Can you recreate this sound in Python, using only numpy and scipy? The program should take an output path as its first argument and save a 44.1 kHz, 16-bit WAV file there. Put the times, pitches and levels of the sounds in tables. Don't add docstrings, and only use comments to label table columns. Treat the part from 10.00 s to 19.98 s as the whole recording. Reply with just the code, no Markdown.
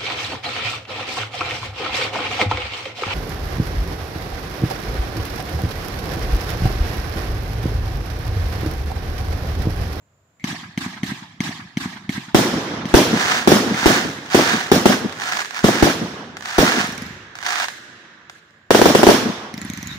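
import sys
import numpy as np
from scipy import signal
from scipy.io import wavfile
from scipy.ndimage import uniform_filter1d

SR = 44100
rng = np.random.default_rng(int(sys.argv[2]) if len(sys.argv) > 2 else 0)


def persist_wave(psi):
    counts = np.round(np.clip(psi, -1, 1) * 32767).astype(np.int16)
    wavfile.write(sys.argv[1], SR, np.atleast_2d(counts).T)


def invert_db(level):
    return 10 ** (np.asarray(level, dtype=float) / 20)


N = 440118

# hz, density_db_per_hz
NIGHT_COLOUR = [(24, -47.5), (40, -8.5), (81, 14), (124, 2), (199, 0), (243, -4), (320, -8.5), (630, -4),
                (790, -12), (1090, -8.5), (5720, -27), (7170, -14), (8130, -40.5), (16000, -28)]
NIGHT_DB = -61
CRICKET_HZ, CRICKET_DB = 7200, -75

# hz, left_right_likeness
LIKENESS = [(60, 0.96), (180, 1), (550, 0.83), (1650, 0.000088), (4970, -0.023), (15000, 0.092)]
# hz, left_minus_right_db
LEAN = [(60, 2), (130, -0.5), (290, -1), (640, 1), (1410, -6.5), (3100, -2), (6820, -0.5), (15000, 2.5)]
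# hz, loss_db_per_s
AIR_LOSS = [(60, -13.5), (300, 14), (1000, 0.5), (3000, 8), (6000, 22.5), (10000, 49.5), (16000, 63)]

# start_s, length_s, level_db, pitch_hz
VENTS = [
    (.392, 0.048, -50, 2150),
    (9.28, 0.12, -41, 3570),
    (9.794, 0.057, -59, 3735),
    (9.88, 0.086, -37, 3800),
]
# start_s, crack_db, thump_db, ring_hz
FUSE = [(.396, -40, -66, 2150)]
# start_s, crack_db, thump_db, ring_hz
LAUNCHES = [(0.4395, -12, -21, 3060), (0.7745, -12.5, -20.5, 3020), (1.031, -13.5, -19.5, 3130),
            (1.4029, -11.5, -19, 3300), (1.7694, -12.5, -18.5, 3020), (2.091, -14, -19, 3230),
            (2.853, -17, -22, 3110), (3.7423, -14.5, -23, 3200), (4.0977, -20.5, -29.5, 3200),
            (4.184, -28, -57, 3530)]
# start_s, crack_db, thump_db, ring_hz
VOLLEYS = [(6.801, -41, -25, 5690), (6.8392, -34, -27, 6200), (6.8699, -29, -56, 5250),
           (6.893, -34, -50, 5450), (6.9216, -29.5, -55, 5640), (6.95, -39, -53, 5650),
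           (6.9772, -27.5, -35, 5770), (7.0192, -29.5, -30, 5100), (7.0628, -36, -53, 5140),
           (9.5385, -28.5, -31, 5625), (9.5764, -29, -32, 5320), (9.614, -26, -34, 7030),
           (9.6475, -34, -28.5, 9700), (9.698, -27, -26, 6200), (9.7335, -28, -52, 6500),
           (9.7728, -28, -35, 6200), (9.8267, -25.5, -32, 5950), (9.8705, -25, -36, 6850),
           (9.9126, -38, -52, 2000)]
# start_s, crack_db, thump_db, ring_hz
AFTER_RINGS = [(9.954, -44, -34, 3800)]
# pitch_hz, width_hz, level_db, t60_s
WIDE_RIM = [(2150, 260, 11.5, 0.019), (2480, 180, 0, 0.015), (6100, 410, -1, 0.031),
            (9800, 3400, -10, 0.0047)]
# pitch_hz, width_hz, level_db, t60_s
NARROW_RIM = [(2100, 440, 4, 0.043), (3800, 700, -2, 0.02), (9690, 780, -5.5, 0.023),
              (11600, 820, -6.5, 0.02), (15100, 900, -9, 0.025)]
# delay_s, level_db
LAUNCH_ECHOES = [(.0865, -6), (.19, -20)]
# delay_s, pitch_hz, width_hz, level_db, t60_s
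HEDGE = (.192, 1500, 600, -17, 0.06)
# delay_s, level_db, hold_s, t60_s
LAUNCH_SCATTER = [
    [(0.00098, 3.5, .002, 0.12), (0.027, 0.5, 0.052, 0.22), (0.1, -7.5, 0.072, 0.33),
     (0.11, -10, 0.044, 1.4), (0.195, -9, 0.012, 0.06), (.26, -19.5, 0.033, 0.18)],
    [(.015, -1, 0.089, 0.24), (.015, -7.5, 0.039, 1.6), (.18, -12, 0.047, 0.74)],
]
# hz, density_db_per_hz
LAUNCH_COLOUR = [(18, -44), (30, -20), (175, 1.5), (305, -3), (544, -25), (707, -11), (1260, -11),
                 (1440, -20), (1640, -7), (2640, -15), (3820, -13), (5820, -17), (13200, -34), (15000, -27),
                 (16200, -64)]
# hz, density_db_per_hz
VOLLEY_COLOUR = [(18, -44), (30, -11), (75, 3), (211, -9), (366, -19), (654, -23), (1440, -16),
                 (1980, -10.5), (2860, -20), (3720, -18.5), (4970, -23), (6810, -21), (8640, -37),
                 (15000, -33), (16200, -53)]
THUMP_HZ, THUMP_MS = 214.5, 6.54
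GROUND_DIP_HZ = 495

# start_s, blast_db, length_factor, roar_db, roar_fade_db_per_s
BURSTS = [(2.346, 0, 1.24, 0.5, -16), (2.94, 13.5, 0.95, 4, -5.5), (3.474, 0.5, 1, 1, 6),
          (3.518, 0.5, 1.13, -1, .1), (3.858, -0.5, 1.05, 1.5, 17), (4.346, 0.5, 0.93, -0.5, 2),
          (4.716, 1.5, 1.05, 0.5, 8), (4.856, 3.5, 0.89, 0.5, 24), (5.642, 0, 1.7, -1, 12),
          (5.825, 1.5, 1.23, -1.5, -1), (6.583, -3, 0.9, 0.5, 9), (8.706, 2, 0.65, -0.5, 13),
          (8.747, 0, 0.65, 0.5, 11), (8.815, 2.5, 0.75, -1.5, 11), (8.856, 1.5, 0.84, 0, 7),
          (8.949, 1.5, 0.79, -1, 8), (9.031, 2, 0.79, -2.5, 5), (9.067, 7, 0.83, 2.5, 11),
          (9.087, 5, 0.81, -12, 13), (9.097, -7, 0.65, -1.5, 16)]
# left_ms, right_ms, left_db, right_db, widening_factor
NEAR_PATHS = [(0, 0.18, 1.5, -2, 0.82), (1.55, 1.365, -9, -5.5, 0.48), (2.799, 2.9, -9, -3.5, 1.36),
              (5.4, 5.1, 0.5, -1, 1.084), (7.999, 7.7, -5, -8.5, 1.19)]
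HOUSES_S = [.0445, .113, .16, .19, .485]
# level_db, stretch_factor, top_hz
BURST_ECHOES = [(-4, 1.177, 1250), (-21, 1.515, 750), (-23, 1.55, 440), (-9.5, 1.705, 237),
                (-28.5, 1.836, 160)]
# start_s, nearest_house_extra_db, far_houses_extra_db
SQUARE_ON = [(2.346, -4, -14), (2.94, -3, 1.5), (3.474, -5, -3), (3.858, -3.5, -2.5), (4.346, 3, 1.5),
             (4.716, -7, -3), (4.856, 0.5, 1.5), (5.642, 4, 4), (5.825, 2.5, -3), (6.583, .1, 0.8),
             (8.747, 1, -1)]
# delay_s, level_db, hold_s, t60_s
BURST_SCATTER = [
    [(0, 1, 0.039, 0.45), (0, -3.5, 0.02, 1.76), (.18, -19, 0.25, 0.23)],
    [(.014, -2.5, 0.023, 0.42), (.02, -13.5, .05, 1.7), (.18, -8, 0.026, 0.2), (.36, -25.5, 0.12, 0.2)],
]
# hz, density_db_per_hz
BURST_COLOUR = [(18, -44), (30, -14), (253, 7), (654, -8.5), (1370, -12.5), (1690, -12), (2640, -18),
                (3350, -14), (4590, -18.5), (5520, -14.5), (8190, -25.5), (11200, -25.5), (13200, -35.5),
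                (15000, -20), (16200, -52)]
WALL_HZ, WALL_DB = 203.5, 1.5
FINALE_S, FINALE_BASS_DB = 8.5, -2.5
LINGER_PER_S = 3.2
ARRIVE_S = 0.0084

# start_s, level_db
KICKS = [(2.936, -11), (3.856, -19), (5.644, -27), (5.822, -18.5), (6.582, -19.5)]
KICK_LAG_S = .002

# start_s, rise_s, hold_s, fall_s, level_db
SWARMS = [(3.039, 0.16, 0.18, 0.11, -19.5), (3.613, 0.24, 0.11, 0.18, -18), (4.255, 0.096, 0.2, 0.2, -19),
          (4.902, 0.016, 0.012, 0.08, -21.5), (5.129, 0.092, 0.2, 0.025, -26.5),
          (5.486, 0.077, 0.048, 0.036, -29), (5.611, 0.028, 0.27, 0.046, -22.5),
          (6.412, 0.062, .12, 0.029, -28.5), (6.566, 0.015, 0.23, 0.14, -21),
          (7.361, .11, 0.17, 0.046, -23.5)]
# start_s, level_db, left_minus_right_db
POPS = [(5.448, -11, 4), (5.508, -18.5, -15), (6.369, -12.5, 6), (6.408, -21, -9), (6.457, -8, 3),
        (7.354, -16, 3), (7.387, -18.5, -9), (7.415, -23, -6), (7.683, -20, -6), (7.7, -23, 2),
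        (8.297, -18, 1), (8.507, -38.5, 2), (5.125, -13, 3), (5.095, -17.5, -4), (5.16, -32, 0),
        (6.424, -15.5, 1)]
# start_s, level_db, left_minus_right_db
STARS = [(3.209, -10, 5), (3.313, -6, 5), (5.199, -18, 1), (5.219, -17, -5.5), (5.238, -17.5, 1),
         (5.288, -15.5, 3), (5.322, -8.5, 4), (5.334, -13, 0), (5.371, -12, -6), (5.393, -13, 4),
         (5.404, -16, -7), (5.457, -22, -6.5), (5.571, -19.5, 0), (5.591, -16, 2), (6.665, 0, 4),
         (6.72, -8, -2), (6.789, -8.5, 4), (6.813, -10, 4),
         (7.428, -29.5, -7.0), (7.427, -20.5, -3), (7.446, -25, -3.0), (7.464, -11, -4.0),
              (7.505, -14, -3.0), (7.523, -17, -13), (7.557, -14, -11), (7.6, -12, -6), (7.642, -17.5, -11),
              (7.684, -14.5, 0)]
# hz, density_db_per_hz
POP_COLOUR = [(59, -71), (100, -58), (160, -38), (239, -20.5), (303, -20), (435, -6), (473, -23), (725, -3),
              (1110, -2.5), (1320, -2.5), (2440, -6), (6500, -11.5), (12300, -33.5), (15200, -25),
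              (16200, -11)]
# hz, density_db_per_hz
POP_TAIL_COLOUR = [(59, -45.5), (100, -24), (337, -9.5), (527, -15.5), (900, -19.5), (1700, -12),
                   (2440, -18), (3510, -13), (4720, -16.5), (6500, -16.5), (13400, -34), (14900, -25),
                   (16200, -57)]
# delay_s, level_db, hold_s, t60_s
POP_SCATTER = [
    [(0, 13, 0.027, 0.053), (.05, 19, 0.012, 0.1), (0, -4.5, 0.037, 4.73), (0.074, -23, 0.0078, 0.1)],
    [(0, 6.5, .002, 0.21), (.19, -4.5, 0.49, 9)],
]
SWARM_EDGE_DB = -22
CLUMP_S, CLUMP_DB = .008, 1.2
STAR_DB = 6
SKIM_HZ, SKIM_WIDTH_HZ, SKIM_DB = 1660, 460, 0


def evened(x):
    return x / np.sqrt(np.mean(x ** 2) + 1e-20)


def read(points, hz):
    f, value = np.transpose(points)
    return np.interp(np.log(hz + 1), np.log(f + 1), value)


def add(mix, s, sound):
    part = mix[..., max(round(s * SR), 0):][..., :sound.shape[-1]]
    part += sound[..., :part.shape[-1]]


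def resonance(hz, q, x):
    return signal.lfilter(*signal.iirpeak(hz, q, SR), x)


def hiss(size, colour, loss=0., patchy_db=0.5):
    frames, hz = size // 256 + 5, np.fft.rfftfreq(1024, 1 / SR)
    a, b, c, d, patches = rng.standard_normal((frames, 513, 5)).T
    patches = uniform_filter1d(patches, size=11, axis=0)
    patches = evened(uniform_filter1d(patches, size=3, axis=1))
    same = np.clip(read(LIKENESS, hz), -1, 1)[:, None]
    left = a + 1j * b
    right = same * left + np.sqrt(1 - same ** 2) * (c + 1j * d)
    lean_db = read(LEAN, hz)[:, None] / 2
    z = np.array([invert_db(lean_db) * left, invert_db(-lean_db) * right])
    loss_db = loss * np.outer(read(AIR_LOSS, hz), np.arange(frames) * 256 / SR)
    shape = invert_db(read(colour, hz))
    z *= (shape / np.linalg.norm(shape))[:, None] * invert_db(patchy_db * patches - loss_db)
    return signal.istft(z, nperseg=1024, noverlap=768)[1][:, :size]


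def night():
    chirp = resonance(CRICKET_HZ, 90, rng.standard_normal((2, N)))
    fade = invert_db(np.interp(np.arange(N) / SR, [.4, 2.4], [0, -4]))
    hum = invert_db(NIGHT_DB) * evened(hiss(N, NIGHT_COLOUR))
    return (hum + invert_db(CRICKET_DB) * evened(chirp)) * fade


def rings(modes, noise):
    t, out = np.arange(noise.shape[-1]) / SR, 0
    for hz, width_hz, db, t60_s in modes:
        q = hz / width_hz
        tone = resonance(hz, q, resonance(hz, q, noise))
        out = out + invert_db(db - 60 * t / t60_s) * evened(tone)
    return out


def vents():
    out = np.zeros((2, N))
    for s, length_s, db, hz in VENTS:
        air = rng.standard_normal((2, round(length_s * SR)))
        add(out, s, rings([(hz, 220, db, 2)], air) * np.sqrt(np.hanning(air.shape[1])))
    return out


def reflectors(t, groups):
    power = 0
    for s, db, hold_s, t60_s in groups:
        swell = np.clip((t - s) / ARRIVE_S + (s <= 0), 0, 1)
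        power = power + (swell * invert_db(db - 60 * np.maximum(t - s - hold_s, 0) / t60_s)) ** 2
    return np.minimum(np.sqrt(power), invert_db(2))


def scatter(groups, colour, lasts_s, patchy_db=3.0, split_hz=450):
    t = np.arange(round(lasts_s * SR)) / SR
    noise = hiss(len(t), colour, 1., patchy_db) * np.minimum(5 - 5 * t / lasts_s, 1)
    bass = signal.sosfiltfilt(signal.butter(2, split_hz, fs=SR, output="sos"), noise)
    return reflectors(t, groups[0]) * (noise - bass), reflectors(t, groups[1]) * bass


def blast(ms, rise=0.069):
    u = np.arange(600) / SR * 1000 / ms * 2 * np.pi
    return np.cos(u) * np.exp(-.22 * u) * (1 - np.exp(-u / rise)) * (u < 1.5 * np.pi)


def launches(shots, mouth, colour, rim_db, ring_db, tail_db, unlike):
    out = np.zeros((2, N))
    tails = [sum(scatter(LAUNCH_SCATTER, colour, lasts_s=.9)) for _ in range(3)]
    age_s = np.maximum(np.arange(3000) / SR - .001, 0)
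    thump = -np.sin(2 * np.pi * THUMP_HZ * age_s) * np.exp(-(age_s * 1000 / THUMP_MS) ** 3)
    thump *= np.minimum(age_s * 800, 1)
    muzzle = np.pad(blast(.5, rise=1.3), (0, 2400))
    muzzle = signal.lfilter(*signal.butter(2, 6500, fs=SR), muzzle)
    gas = rng.standard_normal((len(shots), 2, 3000))
    gas *= 1 + 2.27 * np.exp(-np.arange(3000) / 40)
    gas[..., 4] = 20
    odds = rng.uniform(-1, 1, (len(shots), len(mouth), 2))
    for k, (s, db, thump_db, ring_hz) in enumerate(shots):
        late = rings([HEDGE[1:]], gas[k, :, :99:-1]) * np.minimum(np.arange(2900) / 500, 1)
        add(out, s + HEDGE[0], invert_db(db) * late)
        modes = [(ring_hz, 450, ring_db, .04)]
        for (hz, width_hz, mode_db, t60_s), (a, b) in zip(mouth, odds[k]):
            modes.append((hz * (1 + .02 * unlike * a), width_hz, mode_db + unlike * b, t60_s))
        rim = invert_db(rim_db) * rings(modes, gas[k]) * [[.6], [.9]]
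        crack = rim + [7 * muzzle, np.roll(4 * muzzle, shift=12)]
        for later_s, echo_db in [(0.0011, 0.018)] + LAUNCH_ECHOES:
            add(out, s + later_s + .0006, invert_db(db - 11 + 2 * echo_db) * crack)
            crack = uniform_filter1d(crack, size=5, axis=1)
            add(out, s + later_s, invert_db(thump_db + 8 + echo_db) * thump)
        add(out, s, invert_db(tail_db + db) * tails[k % 3])
    return signal.lfilter(*signal.iirnotch(GROUND_DIP_HZ, 1.8, SR), out)


def from_sky(make, wobble):
    out = np.zeros((2, 2000))
    for (left_ms, right_ms, left_db, right_db, wide), shift in zip(NEAR_PATHS, wobble):
        add(out[0], left_ms * (1 + shift[0]) / 1000, invert_db(left_db) * make(wide))
        add(out[1], right_ms * (1 + shift[1]) / 1000, invert_db(right_db) * make(wide))
    return out


def square_on_db(s, later_s):
    return sum(far_db if later_s > .1 else near_db
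               for at_s, near_db, far_db in SQUARE_ON if abs(at_s - s) < .01)


def bursts():
    out = np.zeros((2, N))
    tails = [scatter(BURST_SCATTER, BURST_COLOUR, lasts_s=1.5, patchy_db=1.8) for _ in range(4)]
    wobbles = 0.068 * rng.standard_normal((len(BURSTS), len(NEAR_PATHS), 2))
    for k, (s, db, length, roar_db, fade_db) in enumerate(BURSTS):
        add(out, s + .0006, invert_db(db + 6.0) * from_sky(lambda wide: blast(3.53 * length * wide), wobbles[k]))
        for later_s, (echo_db, far, top_hz) in zip(HOUSES_S, BURST_ECHOES):
            shock = from_sky(lambda wide: blast(2.0 * far), wobbles[k] + far - 1)
            dull = signal.lfilter(*signal.butter(2, top_hz, fs=SR), shock)
            dull = dull + invert_db(WALL_DB) * resonance(WALL_HZ, 4.5, shock)
            add(out, s + later_s, invert_db(roar_db + echo_db + square_on_db(s, later_s)) * dull)
        treble, bass = tails[k % 4]
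        age_s = np.minimum(np.arange(bass.shape[1]) / SR, .6)
        bass = invert_db(FINALE_BASS_DB * (s > FINALE_S)) * length ** (LINGER_PER_S * age_s) * bass
        add(out, s, invert_db(roar_db - 13.0 - fade_db * age_s) * (treble + bass))
    return out


def kicks():
    out, swing = np.zeros((2, N)), np.sin(np.linspace(0, 2 * np.pi, 900)) * np.hanning(900)
    for s, kick_db in KICKS:
        add(out[0], s, invert_db(kick_db + 5) * swing)
        add(out[1], s + KICK_LAG_S, invert_db(kick_db + 10.5) * swing)
    return out


def causal(colour):
    gain = np.log(invert_db(np.maximum(read(colour, abs(np.fft.fftfreq(2048, 1 / SR))), -100)))
    taps = np.fft.ifft(np.exp(gain - 1j * signal.hilbert(gain).imag)).real[:1024]
    return taps / np.linalg.norm(taps)


def swarm_db(t):
    db = np.full(N, -90.)
    for s, rise_s, hold_s, fall_s, full_db in SWARMS:
        corners = np.cumsum([s, rise_s, hold_s, fall_s])
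        shape = np.interp(t, corners, [SWARM_EDGE_DB, 0, 0, SWARM_EDGE_DB], -90, -90)
        db = np.maximum(db, full_db + shape)
    return db


def crackle(most_per_s=1500, thinning=.7, spread_db=2.5):
    clump = round(CLUMP_S * SR)
    clumps = uniform_filter1d(uniform_filter1d(rng.standard_normal(N), clump), clump)
    db = swarm_db(np.arange(N) / SR) + CLUMP_DB * evened(clumps)
    chance = np.minimum(most_per_s / SR * invert_db(thinning * (db + 27.0)), .05)
    size = invert_db(spread_db * np.minimum(rng.exponential(1, N), 4) - 9.5)
    pops = size * (rng.random(N) < chance) * invert_db(db) / np.sqrt(chance)
    place, snap, out = rng.integers(0, 4, N), causal(POP_COLOUR), np.zeros((2, N))
    wobbles = .12 * rng.standard_normal((4, len(NEAR_PATHS), 2))
    paths = [from_sky(lambda wide: snap / wide ** 2, wobble) for wobble in wobbles]
    for k, path in enumerate(paths):
        out += invert_db(-4.0) * signal.oaconvolve((pops * (place == k))[None], path, axes=1)[:, :N]
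    stars = [(s, min(star_db, -9) + STAR_DB, pan_db) for s, star_db, pan_db in STARS]
    for k, (s, pop_db, pan_db) in enumerate(POPS + stars):
        add(out, s, invert_db(pop_db - 2 + np.array([[.5], [-.5]]) * pan_db) * paths[k % 4])
        add(pops, s, invert_db(pop_db + 10.0) * np.ones(1))
    tail = sum(scatter(POP_SCATTER, POP_TAIL_COLOUR, lasts_s=1.5))
    tail = tail / np.linalg.norm(tail[0])
    out = out * invert_db(np.array([[-1.5], [1.5]]))
    out = out + invert_db(-10.5) * signal.fftconvolve(pops[None], tail, axes=1)[:, :N]
    return out + invert_db(SKIM_DB) * resonance(SKIM_HZ, SKIM_HZ / SKIM_WIDTH_HZ, out)


def scene():
    wide = launches(FUSE + LAUNCHES, WIDE_RIM, LAUNCH_COLOUR,
                    rim_db=-12, ring_db=-0.5, tail_db=-16.5, unlike=1.2)
    narrow = launches(VOLLEYS + AFTER_RINGS, NARROW_RIM, VOLLEY_COLOUR,
                      rim_db=-3.0, ring_db=4.5, tail_db=-11.5, unlike=5.2)
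    return night() + vents() + wide + bursts() + crackle() + narrow


def rounded(x, knee):
    return x / (1 + abs(x) ** knee) ** (1 / knee)


def highpass(x, hz):
    return signal.sosfiltfilt(signal.butter(2, hz, "high", fs=SR, output="sos"), x)


def band_limit(x):
    return signal.sosfilt(signal.butter(12, 16400, fs=SR, output="sos"), x)


def record(dry):
    thin = highpass(rounded(dry, 3.5), 75)
    full = highpass(rounded(1.2 * thin, 10.), 40)
    full = np.clip(1.03 * full + kicks(), -1, 1)
    edge = signal.firwin(255, 15600, window=("kaiser", 7), fs=SR)[None]
    return band_limit(signal.oaconvolve(full, edge, "same", axes=1))


dry = scene()
out = record(dry)
persist_wave(out)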